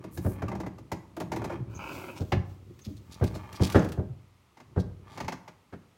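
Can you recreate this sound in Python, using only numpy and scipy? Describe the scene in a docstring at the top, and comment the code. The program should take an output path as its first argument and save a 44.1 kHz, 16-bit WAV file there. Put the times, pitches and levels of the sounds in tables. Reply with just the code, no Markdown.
"""In a small room, a plastic pipe is worked through a rubber seal in the wall of a big plastic bin. The pipe
end taps and scrapes round the hole, exciting bending modes of pipe and wall. The bin is turned over with a
grinding groan; then the pipe jerks through the seal by stick-slip, and each jerk thumps the hollow bin. Hands
hiss over the plastic by friction, sharp ticks mark some taps and releases, and the rubber squeaks."""
import sys
import numpy as np
from scipy import signal
from scipy.fft import rfft, irfft, next_fast_len
from scipy.io import wavfile

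SR = 44100
rng = np.random.default_rng(int(sys.argv[2]) if len(sys.argv) > 2 else 0)


def master(y):
    """Save y as 16-bit WAV."""
    cut = np.clip(np.atleast_2d(y).T, -1, 1)
    pcm = np.round(cut * 32767)  # scale
    wavfile.write(sys.argv[1], SR, pcm.astype(np.int16))


N = 263276
TIME, RING_TIME = np.arange(N) / SR, np.arange(8192) / SR
BANDS_HZ = np.geomspace(130, 16000, 22)
GIVE_S_PER_DB = .00055  # a softer, more muffled contact gives for longer before it stops

# shoves that shake the whole bin: (time [s], level [dB], muffling [dB], share of free ringing [ratio])
SHOVES = [(.172, -26, 31, 1), (.249, -15.5, 23, 1), (.423, -24, 25, 1), (.918, -27, 26, .6),
          (2.201, -19.5, 28, .9), (2.322, -18, 24, 1), (2.355, -15.5, 60, 1), (2.864, -27, 40, .8),
          (3.213, -12, 23.5, 1), (3.603, -7, 30, .4), (3.748, -7.5, 15, .65), (3.977, -16, 28, .8),
          (4.763, -13.5, 25, 1), (5.235, -30, 32, 1), (5.727, -36.5, 11, .7)]
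# resonances of the hollow bin: (frequency [Hz], level [dB])
BIN_MODES = [(184, 1.5), (275, -11), (318, -8), (371, -1), (410, -6), (480, -7), (547, -4), (624, -1),
             (782, -5), (1432, -11), (1594, -8)]
# bending modes of the hand-held pipe: (frequency [Hz], level [dB], t60 [s])
PIPE_MODES = [(196.6, -3.5, .09), (335.9, 1, 0.18), (885, 7, 0.04), (1164, -4, 0.04), (1726, -12, 0.08),
              (2170, -4, 0.055), (2410, -14.5, 0.074), (3200, -10, 0.035), (4147, -15, .09),
              (5600, -9, .04)]
# spectrum of the pipe's friction on the bin: (frequency [Hz], level [dB])
SCRAPE_SPECTRUM = [(200, -28), (500, 3), (1000, 7.5), (1600, 0), (2400, -1.5), (3500, -13), (15000, -30)]


def amp(db):
    """Converts decibels to an amplitude ratio."""
    return 10 ** (np.asarray(db) / 20)


def unit(x):
    """Normalises each row to rms 1."""
    return x / np.sqrt(np.mean(x ** 2, axis=-1, keepdims=True) + 1e-30)


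def read(points, hz):
    """Interpolates a (frequency [Hz], value) table on a log-frequency axis."""
    f, value = np.transpose(points)
    return np.interp(np.log(hz + 1), np.log(f + 1), value)


def add(mix, s, sound):
    """Superposes a sound on the mix at time s."""
    part = mix[max(round(s * SR), 0):][:len(sound)]
    part += sound[:len(part)]


def coloured(x, spectrum):
    """Spectral shaping of x, at rms 1."""
    size = next_fast_len(len(x))
    gain = amp(read(spectrum, np.fft.rfftfreq(size, 1 / SR)))
    return unit(irfft(rfft(x, size) * gain, size)[:len(x)])


def split(x, centres):
    """Complementary filter bank: overlapping bands that sum back to x."""
    index = np.arange(len(centres))
    place = np.interp(np.log(np.fft.rfftfreq(len(x), 1 / SR) + 1), np.log(centres), index)
    return irfft(rfft(x) * np.maximum(1 - abs(place - index[:, None]), 0), len(x))


def grains(per_s, spread_db):
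    """Friction as a Poisson train of tiny slips of random size."""
    impulses = rng.standard_normal(N) * (rng.random(N) < per_s / SR)
    return impulses * amp(spread_db * np.minimum(rng.exponential(1, N), 4))


def stroke_gain(strokes):
    """Amplitude envelope of a sliding contact, zero between strokes."""
    gain = np.zeros(N)
    for rows in strokes:
        s, db = np.transpose(rows)
        during = (TIME >= s[0]) & (TIME <= s[-1])
        gain[during] += amp(np.interp(TIME[during], s, db))
    return gain


def ping(hz, t60, rise_s):
    """A damped oscillator: one mode swells and decays exponentially."""
    t = TIME[:2 * len(RING_TIME)]
    return (1 - np.exp(-t / rise_s)) * np.exp(-np.log(1000) * t / t60) * np.sin(2 * np.pi * hz * t)


def flex(level_db, ring, travel_s, rise_s):
    """Dispersion of bending waves in the plastic: treble arrives first. Travel and rise hold at 1 kHz."""
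    # damping of the plastic, scaled by ring: (frequency [Hz], t60 [s])
    damping = [(150, 0.34), (400, 0.11), (1000, 0.072), (2500, 0.099), (15000, 0.098)]
    t60 = ring * read(damping, BANDS_HZ)[:, None]
    slowness = np.sqrt(1000 / BANDS_HZ)[:, None]
    age = np.maximum(RING_TIME - travel_s * slowness, 0)
    swell = 1 - np.exp(-age / (rise_s * (1 + slowness) / 2))
    envelope = swell * np.exp(-np.log(1000) * age / t60)
    below_hz = BANDS_HZ[0] ** 2 / BANDS_HZ[1]  # an extra band takes away the deepest bass
    waves = split(rng.standard_normal(len(RING_TIME)), np.r_[below_hz, BANDS_HZ])[1:]
    return amp(level_db) @ unit(waves * envelope)


def background(level_db=-64.5):
    """Steady random noise: the low hush of the room."""
    # spectrum of the hush: (frequency [Hz], level [dB])
    spectrum = [(15, -36), (25, -0.5), (82, 17), (641, 0), (1260, 4), (1610, -7), (1940, -1.5),
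                (16000, -20.5)]
    return amp(level_db) * coloured(rng.standard_normal(N), spectrum)


def drag(gain_db=-4):
    """Sliding friction makes the bin rumble as it is dragged and held."""
    # rumble envelope, one list a stroke: (time [s], level [dB])
    strokes = [
        [(0.0, -46), (.57, -34), (1.02, -60), (1.35, -34), (2.08, -48), (2.3, -50), (2.8, -52), (3.98, -42),
         (4.3, -81)],
        [(4.6, -58), (4.88, -42), (5.05, -53), (5.25, -42), (5.42, -64)],
    ]
    # rumble spectrum: (frequency [Hz], level [dB])
    spectrum = [(35, -46), (60, -1), (105, 4), (160, -7), (350, -11), (600, -26), (4000, -100)]
    return amp(gain_db) * coloured(grains(per_s=330, spread_db=-0.5), spectrum) * stroke_gain(strokes)


def scrape(gain_db=-2, pipe_lift_db=9):
    """Forced vibration: friction along the rim drives the pipe's modes."""
    # grating envelope, one list a stroke: (time [s], level [dB])
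    strokes = [
        [(0, -57), (.1, -64), (.37, -53), (.55, -59), (.75, -66)],
        [(1.32, -54), (1.56, -44), (1.61, -68)],
        [(3.05, -68), (3.18, -54), (3.4, -52), (3.72, -44)],
        [(5.03, -70), (5.08, -54), (5.17, -50), (5.28, -61)],
    ]
    grit = coloured(grains(per_s=520, spread_db=1.3), SCRAPE_SPECTRUM)
    ringing = sum(signal.lfilter(*signal.iirpeak(hz, np.pi * hz * t60 / np.log(1000), SR), grit)
                  for hz, _, t60 in PIPE_MODES)
    return amp(gain_db) * unit(grit + amp(pipe_lift_db) * ringing) * stroke_gain(strokes)


def ticks(gain_db=-17, lead_s=0.001086):
    """Sharp ticks that hardly move the bin: some give the crack at the onset of a tap, others come as rubber
    and skin let go of the pipe."""
    # ticks: (time [s], level [dB])
    releases = [(.041, -46), (1.167, -39.5), (1.202, -33), (1.361, -37), (1.442, -39), (2.791, -47.5),
                (3.2401, -31.5), (3.5277, -37), (3.6684, -31.5), (3.6997, -30), (3.7224, -29.5),
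                (3.8452, -37.5), (3.888, -39.5), (3.92, -35)]
    # spectrum of a release: (frequency [Hz], level [dB])
    spectrum = [(130, -33.5), (2500, -17), (6000, -18.5), (9000, -22), (15000, -19.5)]
    out = np.zeros(N)
    for s, db in releases:
        add(out, s - lead_s, flex(db + read(spectrum, BANDS_HZ), ring=.65, travel_s=.0006, rise_s=.001))
    return amp(gain_db) * out


def pipe_ring(strength, seated, travel_s=0.003955, rise_s=0.0023, load=0.76, detune=0.027, spot_db=3):
    """Modal sum of the pipe, varied by grip and struck spot; the seal's mass lowers the deepest modes."""
    hz, mode_db, t60 = np.transpose(PIPE_MODES)[:, :, None]
    grip, spot, phase = rng.standard_normal((3, len(PIPE_MODES), 1))
    hz = hz * (1 + detune * grip) * np.where(seated & (hz < 400), load, 1)
    age = np.maximum(RING_TIME - travel_s * np.sqrt(1000 / hz), 0)
    envelope = (1 - np.exp(-age / rise_s)) * np.exp(-np.log(1000) * age / t60)
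    gain = amp(mode_db + read(strength, hz) + spot_db * spot)
    return np.sum(gain * envelope * np.sin(2 * np.pi * hz * age + phase), axis=0)


def spot_ring(hz, t60=.038, overtone=2.3, overtone_db=-11, rise_s=.0018):
    """Two inharmonic modes give the woody note of the spot where pipe and bin meet."""
    return (ping(hz, t60, rise_s) + amp(overtone_db) * ping(hz * overtone, t60, rise_s))[:len(RING_TIME)]


def knock(knock_db, body_db, crack_db, spot_hz, top_hz, air_db, seated,
          panel_db=-13.3, pipe_db=-5, spot_db=5, firm_db=-32, brighten=0.089):
    """An impact rings wall, pipe and struck spot; a harder contact is shorter, hence brighter."""
    # response of the wall to a hard contact: (frequency [Hz], level [dB])
    response = [(130, -14.5), (400, -15.5), (900, -11), (1500, -18), (2300, -15), (3300, -19), (6000, -8.5),
                (8500, -21.5), (15000, -19)]
    snap = np.clip(1 + brighten * (knock_db - firm_db), 1, 3)
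    strength = [(430 * snap, body_db), (900 * snap, knock_db), (top_hz * snap, knock_db),
                (5000 * np.sqrt(snap), crack_db), (10000, crack_db + air_db)]
    wall_db = read(strength, BANDS_HZ) + read(response, BANDS_HZ)
    wall = amp(panel_db) * flex(wall_db, ring=0.79, travel_s=0.0019, rise_s=0.0021)
    pipe = amp(pipe_db) * pipe_ring(strength, seated)
    spot = amp(min(knock_db, firm_db) + spot_db) * spot_ring(spot_hz)
    return wall + pipe + spot


def taps(lead_s=.0032, even_db=-29, body_growth=.58):
    """Impacts of the loose pipe; the bass grows more slowly than the knock, so light taps are rounder."""
    # taps round the hole: (time [s], knock level [dB], crack level [dB], pitch of the spot [Hz])
    impacts = [(.043, -43.5, -60, 630), (.176, -43, -44, 1670), (.423, -31.5, -50.5, 686),
               (.484, -36, -49.5, 1170), (.518, -34, -54, 883), (.553, -39, -52, 713),
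               (.603, -37.5, -47.5, 872), (.636, -40.5, -65, 869), (.665, -36.5, -53, 877),
               (.785, -51, -58, 1200), (.919, -31, -39.5, 867), (1.171, -37.5, -60, 654),
               (1.205, -36, -50, 856), (1.217, -36, -52, 640), (1.32, -31, -41, 891),
               (1.334, -36, -49, 760), (1.366, -34.5, -46, 867), (1.419, -37.5, -55, 622),
               (1.446, -33, -44, 837), (1.502, -34.5, -54, 606), (1.524, -37, -57, 1050),
               (2.322, -21, -43, 790), (3.355, -41, -56, 620), (3.747, -29, -60, 1440)]
    out = np.zeros(N)
    for s, knock_db, crack_db, spot_hz in impacts:
        body_db = even_db + body_growth * (knock_db - even_db)
        tap = knock(knock_db, body_db, crack_db, spot_hz, top_hz=1400, air_db=2, seated=False)
        add(out, s - lead_s, tap)
    return out


def swishes(strokes, hz, octaves, fizz, ripple_db=0, ripple_hz=330):
    """Band-passed friction in brief strokes; spectral ripple gives a tight rub its own resonances."""
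    out = np.zeros(N)
    knots = np.arange(0, SR / 2, ripple_hz)
    for s, half_s, db in strokes:
        size = int(2 * half_s * SR)
        f = np.fft.rfftfreq(size, 1 / SR)
        ripple = amp(ripple_db * np.interp(f, knots, rng.standard_normal(512)[:len(knots)]))
        distance = np.log2((f + 1) / hz) / octaves
        friction = fizz[int((s - half_s) * SR):][:size]
        swish = irfft(rfft(friction) * ripple / (1 + distance ** 2), size)
        add(out, s - half_s, amp(db) * unit(swish) * np.hanning(size))
    return out


def brushes(gain_db=-3):
    """Light friction of a hand along the smooth pipe gives a high hiss."""
    # brush strokes: (centre time [s], half length [s], level [dB])
    strokes = [(.158, .06, -50), (.282, .11, -50), (2.04, .18, -59)]
    return amp(gain_db) * swishes(strokes, hz=12200, octaves=.95, fizz=grains(per_s=7000, spread_db=2))


def blow(db, muffle_db, body_share=.55, flat_db=12, bass_db=-2.5, slap_share=1.5, slap_db=11):
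    """A cushioned impact acts as a low-pass: muffling takes more from the treble than from the body."""
    # response of the wall to a soft contact: (frequency [Hz], level [dB])
    response = [(130, -14), (190, -10.5), (370, -13.5), (600, -10.5), (1000, -9.5), (1500, -7.5),
                (2200, -21), (15000, -41.5)]
    body_db = db - body_share * (muffle_db - flat_db)
    strength = [(170, body_db + bass_db), (380, body_db), (1100, db - muffle_db),
                (1700, db - slap_share * muffle_db + slap_db)]
    wall_db = read(strength, BANDS_HZ) + read(response, BANDS_HZ)
    return flex(wall_db, ring=1.0, travel_s=0.00082, rise_s=0.0028)


def thuds(touch_db=-19, stop_db=-15.5, lead_s=.0033):
    """Compliance makes each shove land twice: a touch, then the stop once the rubber has given way."""
    out = np.zeros(N)
    for s, db, muffle_db, _ in SHOVES:
        add(out, s - lead_s, blow(db + touch_db, muffle_db))
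        add(out, s - lead_s + GIVE_S_PER_DB * muffle_db, blow(db + stop_db, muffle_db))
    return out


def booms(wall_db=-3, rise_s=0.0043, give_share=.4, hollow_db=-19, hollow_t60=.27, dull_share=.5):
    """Free vibration of wall and hollow bin after each shove; pressing hard damps the wall."""
    # slow modes of the broad wall: (frequency [Hz], level [dB], free t60 [s])
    wall_modes = [(58.7, -19.5, 0.54), (95.85, 2.5, 0.25), (120.4, -3, 0.19)]
    out = np.zeros(N)
    bin_hz, bin_db = np.transpose(BIN_MODES)
    modes = ping(bin_hz[:, None], hollow_t60, rise_s)
    for s, shove_db, muffle_db, ring in SHOVES:
        swing = sum(amp(db) * ping(hz, t60 * ring, rise_s) for hz, db, t60 in wall_modes)
        tones = amp(bin_db - dull_share * muffle_db * np.log10(bin_hz / bin_hz[0])) @ modes
        boom = amp(wall_db) * swing + amp(hollow_db) * ring * tones
        add(out, s + give_share * GIVE_S_PER_DB * muffle_db, amp(shove_db) * boom)
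    return out


def bumps(t60=.14, rise_s=.004):
    """A soft impact excites a single mode of the panel that it lands on."""
    # hands and knee on the bin: (time [s], level [dB], pitch of the panel [Hz])
    touches = [(.335, -33, 112), (1.54, -32, 349), (1.605, -22, 121), (2.68, -39, 118), (2.702, -42, 345),
               (2.866, -29, 212), (2.903, -33, 290), (2.945, -31, 105), (3.325, -26, 122),
               (4.098, -25, 122)]
    out = np.zeros(N)
    for s, db, hz in touches:
        add(out, s, amp(db) * ping(hz, t60, rise_s))
    return out


def resonant(x, peaks, wander_db=5, wander_s=.05, drift=.04):
    """Time-varying resonators swell, fade and shift as the contact moves; rms 1."""
    out, t = np.zeros(len(x)), np.arange(len(x)) / SR
    knots = np.arange(0, t[-1] + wander_s, wander_s)
    for k, (hz, width_hz, db) in enumerate(peaks):
        swell, shift = (np.interp(t, knots, rng.uniform(-1, 1, len(knots))) for _ in range(2))
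        carrier = np.exp(2j * np.pi * np.cumsum(hz * (1 + drift * shift)) / SR)
        pole = np.exp(-np.pi * width_hz / SR)
        band = (carrier * signal.lfilter([1 - pole], [1, -pole], x / carrier + 1e-18)).real
        out += (-1) ** k * amp(db + wander_db * swell) * band
    return unit(out)


def turning(grind_db=-2.3, grit_db=-9, groan_db=-4):
    """Stick-slip drives the resonances of pipe and bin while the bin is turned over."""
    # envelopes of the turn: (time [s], grinding level [dB], groan level [dB])
    levels = [(1.66, -67, -62), (1.77, -54, -58), (1.795, -41, -49), (1.948, -43, -45), (2.102, -45, -42),
              (2.146, -61, -53), (2.17, -46, -50), (2.19, -49, -49)]
    # resonances of the grinding: (frequency [Hz], bandwidth [Hz], level [dB])
    grind_peaks = [(904, 90, -5), (1090, 110, -1), (1330, 120, -5), (1650, 300, -10), (2210, 110, -9),
                   (2500, 160, -3), (3000, 90, -11), (4740, 200, -18)]
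    # resonances of the low groan: (frequency [Hz], bandwidth [Hz], level [dB])
    groan_peaks = [(305, 90, 0), (400, 50, -9), (540, 60, -8)]
    s, grind_level_db, groan_level_db = np.transpose(levels)
    out, t = np.zeros(N), np.arange(s[0], s[-1], 1 / SR)
    slips = grains(per_s=1700, spread_db=2.1)[:len(t)]
    friction = coloured(slips, [(1000, 0), (2800, 0), (6000, -7), (15000, -15)])
    grind = amp(grind_db) * resonant(friction, grind_peaks)
    grit = amp(grit_db) * coloured(friction, SCRAPE_SPECTRUM)
    groan = amp(groan_db) * resonant(friction, groan_peaks)
    add(out, s[0], (grind + grit) * amp(np.interp(t, s, grind_level_db)))
    add(out, s[0], groan * amp(np.interp(t, s, groan_level_db)))
    return out


def palm(gain_db=4):
    """Friction noise: the dense slips of a palm on plastic merge into a hiss."""
    # hiss envelope, one list a stroke: (time [s], level [dB])
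    strokes = [
        [(1.7, -74), (1.87, -62), (1.95, -55), (2.05, -63), (2.36, -71)],
        [(2.45, -77), (2.51, -71), (2.6, -84), (2.9, -70), (3.02, -77), (3.3, -70), (3.5, -73), (3.7, -64),
         (3.98, -80)],
    ]
    # hiss spectrum: (frequency [Hz], level [dB])
    spectrum = [(500, -25), (3000, 12), (7000, 10), (10300, 2), (16000, 9)]
    return amp(gain_db) * coloured(grains(per_s=12000, spread_db=1.5), spectrum) * stroke_gain(strokes)


def squeaks(gain_db=-3):
    """Where a rub catches, friction sounds in one narrow band."""
    # catches: (centre time [s], half length [s], level [dB])
    catches = [(1.765, .025, -46), (2.822, .018, -56), (3.794, .011, -44.5)]
    return amp(gain_db) * swishes(catches, hz=6350, octaves=.06, fizz=grains(per_s=7000, spread_db=2))


def rubs(gain_db=-3):
    """Coarse friction of fingers and rubber on the pipe: sparser slips sound grainy."""
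    # rubbing strokes: (centre time [s], half length [s], level [dB])
    strokes = [(2.178, .028, -49), (2.215, .02, -51), (2.857, .02, -46), (2.977, .016, -56),
               (3.134, .035, -48), (3.274, .023, -48), (3.362, .034, -49), (3.565, .026, -47),
               (3.645, .047, -34), (3.777, .15, -51), (4.807, .024, -49), (5.17, .13, -57)]
    coarse = grains(per_s=2600, spread_db=2.6)
    return amp(gain_db) * swishes(strokes, hz=4200, octaves=.68, fizz=coarse, ripple_db=2.7)


def judder(start_s=3.769, gap_s=.026, first_db=-16.5, fall_db=3.3, gain_db=-16, lead_s=.0035, count=4):
    """Periodic stick-slip as the pipe runs on through the seal, each slip weaker."""
    out = np.zeros(N)
    for k in range(count):
        add(out, start_s + k * gap_s - lead_s, blow(first_db - k * fall_db, muffle_db=13))
    return amp(gain_db) * out


def creaks(lead_s=.0034, body_db=-3.5, crack_db=-8):
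    """Stick-slip in single steps: the seated pipe gives thin knocks as it is rocked."""
    # slips in the seal: (time [s], level [dB])
    slips = [(4.573, -51), (4.603, -48), (5.177, -36.5), (5.205, -31.5), (5.247, -43.5), (5.283, -29.5),
             (5.324, -32.5), (5.48, -42.5)]
    out = np.zeros(N)
    for s, db in slips:
        creak = knock(db, db + body_db, db + crack_db, spot_hz=890, top_hz=2000, air_db=-3, seated=True)
        add(out, s - lead_s, creak)
    return out


def hollow(x, width_hz=24):
    """Resonance: each mode of the bin lifts its own band and rings on."""
    return x + sum(amp(db) * signal.lfilter(*signal.iirpeak(hz, hz / width_hz, SR), x)
                   for hz, db in BIN_MODES)


def room(x, gap_s=0.005):
    """Reverberation: a diffuse tail from near walls, each band decaying at its own rate."""
    # reverberation time: (frequency [Hz], t60 [s])
    decay = [(100, 0.64), (1500, 0.53), (4000, 0.3), (15000, 0.6)]
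    # strength of the reverberation: (frequency [Hz], level [dB])
    send = [(60, -8.5), (300, -14), (1000, -9.5), (3000, -10), (15000, -14)]
    t, centres = np.arange(SR) / SR, np.geomspace(60, 15000, 9)
    envelope = np.clip(t / gap_s - 1, 0, 1) * np.exp(-np.log(1000) * t / read(decay, centres)[:, None])
    tail = amp(read(send, centres)) @ (split(rng.standard_normal(SR), centres) * unit(envelope))
    return signal.fftconvolve(x, tail / np.sqrt(SR))[:N]


def scene():
    """Superposition: contacts coloured by the bin, its own ringing, and the quiet room."""
    impacts = taps() + creaks() + thuds() + judder() + ticks()
    friction = brushes() + rubs() + squeaks() + drag() + scrape() + palm() + turning()
    direct = hollow(impacts + friction) + booms() + bumps()
    return (direct + room(direct) + background())[None]


def record(dry, low_cut_hz=47, high_cut_hz=16050):
    """Band limiting: the microphone loses the deepest bass, then a low-pass takes the highest treble."""
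    thin = signal.sosfilt(signal.butter(4, low_cut_hz, "high", fs=SR, output="sos"), dry)
    low_pass = signal.firwin(511, high_cut_hz, window=("kaiser", 9), fs=SR)
    return signal.oaconvolve(thin, low_pass[None], "same")


dry = scene()
out = record(dry)
master(out)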